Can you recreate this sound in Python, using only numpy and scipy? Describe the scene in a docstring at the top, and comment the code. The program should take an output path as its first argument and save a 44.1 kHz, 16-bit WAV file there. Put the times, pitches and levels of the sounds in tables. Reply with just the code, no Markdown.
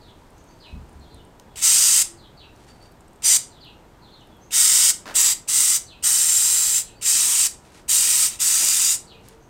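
"""Aerosol cleaner hisses onto a motorcycle chain in short and long bursts, in a garage.
Each burst is valve-gated jet noise plus splash noise, coloured by the aim and the metal around it.
Droplets tick as short resonant crackles, stick-slip knocks creak and low modes bump.
A sleeve rustles as grainy noise and birds sing far outside as burry tone glides.
Diffuse room noise tails and a low outdoor rumble with faint hums lie around it all."""
import sys
import numpy as np
from scipy import signal
from scipy.fft import rfft, irfft, next_fast_len
from scipy.io import wavfile
from scipy.ndimage import uniform_filter1d, map_coordinates

SR = 44100
rng = np.random.default_rng(int(sys.argv[2]) if len(sys.argv) > 2 else 0)


def master(y):
    """Save y as 16-bit WAV."""
    cut = np.clip(np.atleast_2d(y).T, -1, 1)
    pcm = np.round(cut * 32767)  # scale
    wavfile.write(sys.argv[1], SR, pcm.astype(np.int16))


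N = 418509
SOUND_SPEED_M_S = 343

# Presses of the nozzle, and one weak leak at 8.275 s from the valve not quite shut.
# Each row: valve cracks open in s, pushed down in s, let go in s, closing time in s,
# half-open flow in dB, spray level in dB, flow drift while held in dB per s, splash re jet in dB,
# treble beam in dB, first cavity in Hz, later cavity in Hz, cavity peak in dB, echo detour in m, echo gain.
VALVE_OPENINGS = [ (1.555, 1.612, 2.022, .011, -21, -14, -3, -15, -1.5, 5880, 8880, 2.5, .21, .1),
                  (3.219, 3.232, 3.366, .012, -21, -14, 0, -15.8, -3, 8600, 8550, 3, .257, -.32),
                  (4.505, 4.522, 4.905, .016, -17, -15, 1, -14, -.3, 8250, 5200, 3, .2, .18),
                  (5.138, 5.143, 5.32, .024, -9, -14.1, -18, -13.7, -.3, 7700, 7650, 5.5, .354, .2),
                  (5.473, 5.53, 5.76, .028, -5.5, -15.8, -5, -15, .3, 7920, 8160, 5, .404, -.11),
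                  (6.023, 6.028, 6.785, .046, -7, -15.8, -4.5, -14.7, 1.5, 8440, 7500, 5, .298, -.11),
                  (7.01, 7.044, 7.465, .015, -11, -17.3, 0, -14.2, -.7, 7500, 8130, 4.5, .484, -.16),
                  (7.878, 7.882, 8.26, .04, -5, -16.1, -3, -14.2, 1.3, 8800, 8050, 3.5, .486, -.15),
                  (8.275, 8.28, 8.345, .04, -3, -36, -20, -6, 0, 8100, 8100, 2, .486, -.1),
                  (8.388, 8.394, 8.925, .049, -7, -17.7, 0, -14.2, .5, 8030, 6950, 4.5, .32, -.14)]


def amp(db):
    """Decibels to gain."""
    return 10 ** (np.asarray(db) / 20)


def unit(x):
    """x at rms 1."""
    return x / np.sqrt(np.mean(x ** 2) + 1e-20)


def along(points, hz):
    """(Hz, value) points interpolated on a log frequency axis."""
    f, v = np.transpose(points)
    return np.interp(np.log(hz + 1), np.log(f + 1), v)


def wobble(rate_hz, size):
    """A smooth random curve with rate_hz knots a second."""
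    knots = rng.standard_normal(int(size * rate_hz / SR) + 4)
    return map_coordinates(knots, [np.arange(size) * rate_hz / SR])


def filtered(x, response):
    """x through a given frequency response."""
    m = next_fast_len(len(x) + 8192)
    return irfft(rfft(x, m) * response(np.fft.rfftfreq(m, 1 / SR)), m)[:len(x)]


def noise(spectrum, size):
    """Noise of rms 1, shaped by (Hz, relative dB per Hz) points."""
    return unit(filtered(rng.standard_normal(size), lambda hz: amp(along(spectrum, hz))))


def spray(cavity_width_hz=130, sputter_grain_db=0.72):
    """The valve gates a turbulent jet; the liquid splashes on the chain; nearby metal colours both."""
    # Turbulent jet noise. Each row: frequency in Hz, relative level in dB per Hz.
    jet_spectrum = [(2500, -43), (3800, -17), (5000, -8), (6700, -4), (7600, -.5), (8700, -1), (9500, -8),
                    (10700, -13.5), (13000, -14), (15500, -18.5)]
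    # Liquid striking the chain. Each row: frequency in Hz, relative level in dB per Hz.
    splash_spectrum = [(200, -33), (650, -21), (950, -4.5), (1130, -9.5), (1300, -2), (1650, -6), (1950, 2),
                       (2300, -1.5), (3000, 3.5), (3800, -0.5), (4600, 1), (7000, -41.5)]
    crack_s, open_s = 0.017, 0.014  # valve leaves its seat; finger pushes it right down
    splash_follows = 0.6  # dB of splash per dB of flow: a half-open valve sprays wetter
    sweep_hz, sweep_db, sweep_lag_s = 2.6, 0.26, 0.051  # hand sweeps to and fro along the chain
    out = np.zeros(N + SR)
    for (start_s, push_s, close_s, fall_s, half_db, spray_db, drift_db_per_s,
         splash_db, beam_db, first_hz, later_hz, cavity_db, detour_m, echo_gain) in VALVE_OPENINGS:
        size = int((close_s - start_s + 0.091) * SR)
        t = start_s + np.arange(size) / SR
        opening = np.clip((t - start_s) / crack_s, 0, 1) ** 2
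        closing = np.clip(1 - (t - close_s) / fall_s, 0, 1)
        held_s = np.maximum(t - push_s, 0)
        flow_db = half_db * np.exp(-held_s / open_s) + drift_db_per_s * held_s
        flow_db += sweep_db * np.cos(2 * np.pi * sweep_hz * (held_s - sweep_lag_s))
        # flow_db is applied to both below, so only the splash's difference goes in here
        splash_gain = amp(splash_db + (splash_follows - 1) * flow_db)
        mist = noise(jet_spectrum, size) + splash_gain * noise(splash_spectrum, size)
        # the aim moves from one resonant gap to another
        first = cavity(mist, first_hz, cavity_db, cavity_width_hz)
        later = cavity(mist, later_hz, cavity_db, cavity_width_hz)
        moved = np.interp((t - start_s) / (close_s - start_s), [.2, .45], [0, 1])
        mist = (1 - moved) * first + moved * later
        mist = filtered(mist, lambda hz: aimed(hz, beam_db, detour_m, echo_gain))
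        mist = spokes(mist, gain=0.14, drift_m=0.011, corner_hz=2000, count=16)
        mist = roving(mist, shift_db=1.0, flutter_db=0.1)
        # gas and liquid leave the nozzle in uneven slugs
        sputter_db = 0.25 * wobble(40, size) + sputter_grain_db * wobble(330, size)
        out[round(start_s * SR):][:size] += amp(spray_db + flow_db + sputter_db) * opening * closing * mist
    return out[:N]


def cavity(x, centre_hz, peak_db, width_hz):
    """The gap that the jet blows into adds one resonant peak."""
    return filtered(x, lambda hz: 1 + (amp(peak_db) - 1) / (1 + 1j * (hz - centre_hz) / width_hz))


def aimed(hz, beam_db, detour_m, echo_gain):
    """Response set by the aim: the treble beams, rim and sprocket echo, the wheel rings."""
    # Wheel peaks and dips, alike at every aim. Each row: centre in Hz, half width in Hz, gain in dB.
    wheel_peaks = [(3870, 120, 3.2), (4300, 150, -2), (4700, 50, 1.5), (5980, 100, 1.5), (12380, 150, 2)]
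    beam_hz = 10000  # above this the jet beams, so the aim sets how much is heard
    rim_detour_m, rim_gain = 0.279, 0.1  # alike at every aim
    echo = lambda path_m: np.exp(-2j * np.pi * hz * path_m / SOUND_SPEED_M_S)
    colour_db = beam_db * hz ** 8 / (hz ** 8 + float(beam_hz) ** 8)
    colour_db += sum(db / (1 + ((hz - centre_hz) / half_hz) ** 2) for centre_hz, half_hz, db in wheel_peaks)
    return amp(colour_db) * (1 + rim_gain * echo(rim_detour_m) + echo_gain * echo(detour_m))


def spokes(x, gain, drift_m, corner_hz, count):
    """Weak, mostly treble reflections off thin spokes and links; their paths drift with the hand."""
    i = np.arange(len(x))
    treble = filtered(x, lambda hz: hz / (hz + corner_hz))
    out = x.copy()
    for path_m in rng.uniform(0.4047, 3, count):
        delay_samples = (path_m + drift_m * wobble(3, len(x))) / SOUND_SPEED_M_S * SR
        out += gain * np.interp(i - delay_samples, i, treble, left=0)
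    return unit(out)


def roving(x, shift_db, flutter_db):
    """The colour shifts as the jet roves over the links, and flutters as the liquid breaks up."""
    z = signal.stft(x, nperseg=256)[2]

    def field(bins, frames):
        across = uniform_filter1d(rng.standard_normal(z.shape), bins, 0)
        return unit(uniform_filter1d(across, frames, 1))

    gain_db = shift_db * field(bins=3, frames=70) + flutter_db * field(bins=14, frames=3)
    return unit(signal.istft(z * amp(gain_db), nperseg=256)[1][:len(x)])


def spits(spit_db=-34, t60_s=0.062, attack_s=0.0042):
    """As the valve cracks open, liquid left in the nozzle is spat out as a decaying noise burst."""
    # First drops through the nozzle. Each row: frequency in Hz, relative level in dB per Hz.
    spit_spectrum = [(800, -22.5), (2200, -8.5), (2800, 4.5), (3400, -10.5), (4300, -9.5), (5200, -5),
                     (7000, -9.5), (8500, 1.5), (9500, -13), (15000, -21)]
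    out, t = np.zeros(N + SR), np.arange(SR // 8) / SR
    envelope = amp(spit_db - 60 * t / t60_s) * np.minimum(t / attack_s, 1) ** 2
    for start_s, *_ in VALVE_OPENINGS:
        out[round(start_s * SR):][:len(t)] += envelope * noise(spit_spectrum, len(t))
    return out[:N]


def ticks(t60_s=0.014, faint_width=0.12, faint_db=-53, count=34):
    """Droplets tick as short, narrow crackles, faint ones at random; a few rows are broad clicks."""
    # Droplet ticks, and a few broad clicks of the can or nozzle.
    # Each row: start in s, peak level in dB, pitch in Hz, bandwidth over pitch.
    clear_ticks = [(.3808, -45, 6520, 0.12), (.4414, -46, 8470, .11), (.8934, -49, 8900, .11),
                   (.9979, -47, 7550, .11), (1.1453, -40, 8900, .11), (1.2503, -44, 8720, 0.097),
                   (1.3977, -31.5, 4700, .9), (2.5611, -47, 6050, .3), (2.9219, -49, 8100, .6),
                   (3.0071, -44, 7340, 0.113), (3.0814, -45, 8230, .11), (4.3683, -51, 12700, .11),
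                   (9.2857, -31.5, 7030, 0.55)]
    out, t = np.zeros(N + SR), np.arange(2048) / SR
    faint_ticks = [(when * N / SR, faint_db + 6 * size, 6000 + 6000 * pitch, faint_width)
                   for when, size, pitch in rng.random((count, 3))]
    for start_s, db, pitch_hz, width in list(clear_ticks) + faint_ticks:
        snap = rng.standard_normal(len(t)) * amp(-60 * t / t60_s)
        width_hz = width * pitch_hz
        tick = filtered(snap, lambda hz: 1j * hz * width_hz / (pitch_hz ** 2 - hz ** 2 + 1j * hz * width_hz))
        out[round(start_s * SR):][:len(t)] += amp(db) * tick / np.abs(tick).max()
    return out[:N]


def creaks(body_t60_s=0.21, snap_t60_s=0.014, snap_db=3):
    """Stick-slip at a slightly uneven rate: each slip snaps and knocks a hollow body."""
    # Creaks. Each row: start in s, length in s, slips per s, level in dB.
    creak_runs = [(5.057, .058, 98, -39), (8.596, .04, 80, -42)]
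    # Hollow body. Each row: frequency in Hz, relative level in dB per Hz.
    body_spectrum = [(100, -27), (260, 0), (600, -2.5), (1000, -2), (1600, -2.5), (2400, -11), (5000, -14),
                     (7000, -20.5), (15000, -30)]
    # Snap. Each row: frequency in Hz, relative level in dB per Hz.
    snap_spectrum = [(500, -16.5), (1500, 0.5), (5000, -8), (7000, -11), (10000, -25), (15000, -37.5)]
    out, t = np.zeros(N + SR), np.arange(4096) / SR
    for start_s, length_s, rate_hz, db in creak_runs:
        for slip_s in np.arange(start_s, start_s + length_s, 1 / rate_hz):
            body = amp(-60 * t / body_t60_s) * noise(body_spectrum, len(t))
            snap = amp(snap_db - 60 * t / snap_t60_s) * noise(snap_spectrum, len(t))
            onset_s = slip_s + rng.normal(0, .0005)
            out[round(onset_s * SR):][:len(t)] += amp(db) * (body + snap)
    return out[:N]


def bumps(attack_s=0.0032, thud_db=-7, thud_t60_s=0.54):
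    """Soft, heavy contacts ring a few low modes and leave a short rumble."""
    # Dull bumps. Each row: start in s, level in dB.
    contacts = [(.727, -32.5), (0.764, -34), (0.955, -39.5), (1.0, -45), (1.139, -42.5), (1.211, -53.5)]
    # Low modes. Each row: frequency in Hz, mean level in dB, t60 in s.
    modes = [(72.9, 0.5, 0.4), (89, -9, 0.18), (134, -5, 0.098), (185, -8, 0.19), (248.5, -9, 0.19)]
    # Rumble. Each row: frequency in Hz, relative level in dB per Hz.
    thud_spectrum = [(25, -8), (45, 7), (80, -2.5), (250, -5.5), (450, -56)]
    out, t = np.zeros(N + SR), np.arange(SR // 2) / SR
    for start_s, db in contacts:
        ring = sum(amp(mode_db + rng.normal(0, 2.5) - 60 * t / t60_s) * np.sin(2 * np.pi * hz * t)
                   for hz, mode_db, t60_s in modes)
        rumble = amp(thud_db - 60 * t / thud_t60_s) * noise(thud_spectrum, len(t))
        out[round(start_s * SR):][:len(t)] += amp(db) * (ring + rumble) * (1 - np.exp(-t / attack_s))
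    return out[:N]


def sleeve(grain_db=3):
    """Cloth brushes in short, grainy swells as the arm shifts."""
    # Sleeve rustles. Each row: centre in s, half length in s, level in dB.
    rustles = [(0.093, 0.51, -69.5), (0.901, 0.45, -70), (2.63, 0.069, -60), (2.7, .02, -56),
               (2.765, 0.072, -66), (2.854, 0.028, -59), (7.66, 0.051, -58.5), (7.765, 0.051, -51.5),
               (9.293, 0.058, -55)]
    # Cloth noise. Each row: frequency in Hz, relative level in dB per Hz.
    cloth_spectrum = [(300, -15.5), (1500, 6), (6000, 1.5), (9000, 1), (15000, -22)]
    t = np.arange(N) / SR
    swell = sum(amp(db) * np.exp(-((t - centre_s) / half_s) ** 2) for centre_s, half_s, db in rustles)
    return swell * unit(noise(cloth_spectrum, N) * amp(grain_db * wobble(250, N)))


def birds(scatter_t60_s=0.34, direct=0.29):
    """Burry notes that hold, drop or rise, and settle, smeared by the walls outside."""
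    # The song. Each row: start in s, call name, level in dB before the walls.
    song_calls = [(.005, "pair", -50), (.36, "whistle", -59.5), (.483, "peep", -61), (.598, "slur", -46),
                  (.991, "triple", -55.5), (1.45, "trill", -65), (2.167, "pair", -50), (2.367, "slur", -47),
                  (2.677, "peep", -56), (2.803, "peep", -54), (3.495, "pair", -52), (3.602, "slur", -45),
                  (4.007, "triple", -51.5), (4.295, "trill", -59), (4.404, "whistle", -56.5),
                  (5.86, "slur", -46.5), (6.82, "slur", -51), (6.95, "peep", -57), (9.064, "slur", -47.5),
                  (9.395, "whistle", -62)]
    # Notes of each named call. Each row: delay in s, length in s, start in Hz, end in Hz, level re call in dB.
    call_notes = { "slur": [(0, .05, 4520, 3850, -1), (.032, .055, 3400, 2620, -.5)],
                  "pair": [(0, .05, 4550, 3880, -3), (.055, .035, 3750, 3270, 0)],
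                  "triple": [(0, .095, 4330, 3400, -2), (.1, .07, 4340, 3680, 0),
                  (.167, .06, 3600, 2930, -2)], "peep": [(0, .035, 4500, 4640, 0)],
                  "trill": [(0, .11, 3400, 3280, 0)], "whistle": [(0, .05, 6100, 6500, 0),
                  (.1, .035, 6500, 6200, 0)]}
    # the one-note call at 3400 Hz is a tail: a faint, low, nearly level note
    call_notes = {("tail" if name == "trill" else name): notes for name, notes in call_notes.items()}
    song_calls = [(s, "tail" if name == "trill" else name, db) for s, name, db in song_calls]
    burr_per_log_glide, burr_limits = 0.45, (0.012, 0.055)  # relative pitch scatter; its least and most
    out = np.zeros(N + SR)
    for start_s, call, call_db in song_calls:
        for delay_s, length_s, start_hz, end_hz, db in call_notes[call]:
            u = np.linspace(0, 1, int(length_s * SR))
            glide = .5 + .5 * np.tanh(5.5 * (u - .42))
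            # steep notes are the roughest
            burr = np.clip(burr_per_log_glide * abs(np.log(start_hz / end_hz)), *burr_limits)
            hz = (start_hz + (end_hz - start_hz) * glide) * (1 + burr * wobble(917, len(u)))
            note = signal.windows.tukey(len(u), .25) * np.sin(2 * np.pi * np.cumsum(hz) / SR)
            out[round((start_s + delay_s) * SR):][:len(u)] += amp(call_db + db) * note
    t = np.arange(SR // 4) / SR
    walls = rng.standard_normal(len(t)) * amp(-60 * t / scatter_t60_s)
    return direct * out[:N] + signal.fftconvolve(out, walls / np.linalg.norm(walls))[:N]


def background(floor_db=-50):
    """Distant outdoor rumble, with a few bands that the room holds on to and faint passing hums."""
    # Rumble. Each row: frequency in Hz, relative level in dB per Hz.
    floor_spectrum = [(12, -22), (20, 1.5), (81, -1), (431, -7.5), (524, -10), (942, -10), (1050, -16),
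                      (1180, -14.5), (2300, -24.5), (4140, -28.5), (5320, -31.5), (8310, -32), (11000, -41),
                      (13400, -35), (15800, -46.5)]
    # Bands the room holds on to. Each row: centre in Hz, width in Hz, mean level in dB.
    drone_bands = [(127, 16, -69), (331, 40, -70), (982, 78, -67.5)]
    # Far-off hums that come and go. Each row: centre in s, half length in s, frequency in Hz, level in dB.
    passing_hums = [(1.1, 0.17, 445, -62), (2.13, 0.073, 350, -48), (6.8, 0.47, 450, -61.5),
                    (6.7, .25, 112, -54), (8.3, .4, 122.5, -60), (9.35, 0.29, 452, -59)]
    t = np.arange(N) / SR

    def band(centre_hz, width_hz):
        response = lambda hz: 1 / (1 + (2 * (hz - centre_hz) / width_hz) ** 2)
        return unit(filtered(rng.standard_normal(N), response))

    air = amp(floor_db + .4 * wobble(2.5, N)) * noise(floor_spectrum, N)
    for centre_hz, width_hz, db in drone_bands:
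        air += amp(db + 1.8 * wobble(0.48, N)) * band(centre_hz, width_hz)
    for centre_s, half_s, centre_hz, db in passing_hums:
        air += amp(db) * np.exp(-((t - centre_s) / half_s) ** 2) * band(centre_hz, width_hz=11)
    return air


def garage(x, gap_s=0.0068):
    """The room's diffuse answer, dying faster in the treble and changing as the can moves."""
    # Reverberation. Each row: frequency in Hz, t60 in s.
    room_t60 = [(200, .45), (2000, 0.29), (6000, 0.25), (9000, 0.24), (15000, 0.16)]
    out = np.zeros(N + 2 * SR)
    for i in range(0, N, SR // 4):
        hz, t, z = signal.stft(rng.standard_normal(SR * 3 // 5), SR, nperseg=256)
        decay = amp(-60 * t / along(room_t60, hz)[:, None])
        tail = signal.istft(z * decay, SR, nperseg=256)[1]
        tail *= 1 - np.exp(-np.arange(len(tail)) / SR / gap_s)
        piece = x[i:i + SR // 2]
        fade = np.sin(np.pi * np.arange(len(piece)) / (SR // 2))  # overlapping pieces keep their power
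        answer = signal.fftconvolve(piece * fade, tail / np.linalg.norm(tail))
        out[i:i + len(answer)] += answer
    return out[:N]


def scene():
    """Near sounds are mostly direct; birds come mostly by reflection; both channels are alike."""
    near = spray() + spits() + creaks() + sleeve()
    drops, song = ticks(), birds()
    wet = garage(amp(-11.5) * near + amp(-13.0) * drops + amp(-10.0) * song)
    mono = near + drops + bumps() + song + wet + background()
    return np.array([mono, mono])


def record(dry):
    """The recorder rounds off the highest peaks and keeps nothing above its band limit."""
    ceiling, top_hz = 0.85, 15950
    rounded = dry / (1 + np.abs(dry / ceiling) ** 6) ** (1 / 6)
    return np.array([filtered(x, lambda hz: np.clip((top_hz - hz) / 200, 0, 1)) for x in rounded])


dry = scene()
out = record(dry)
master(out)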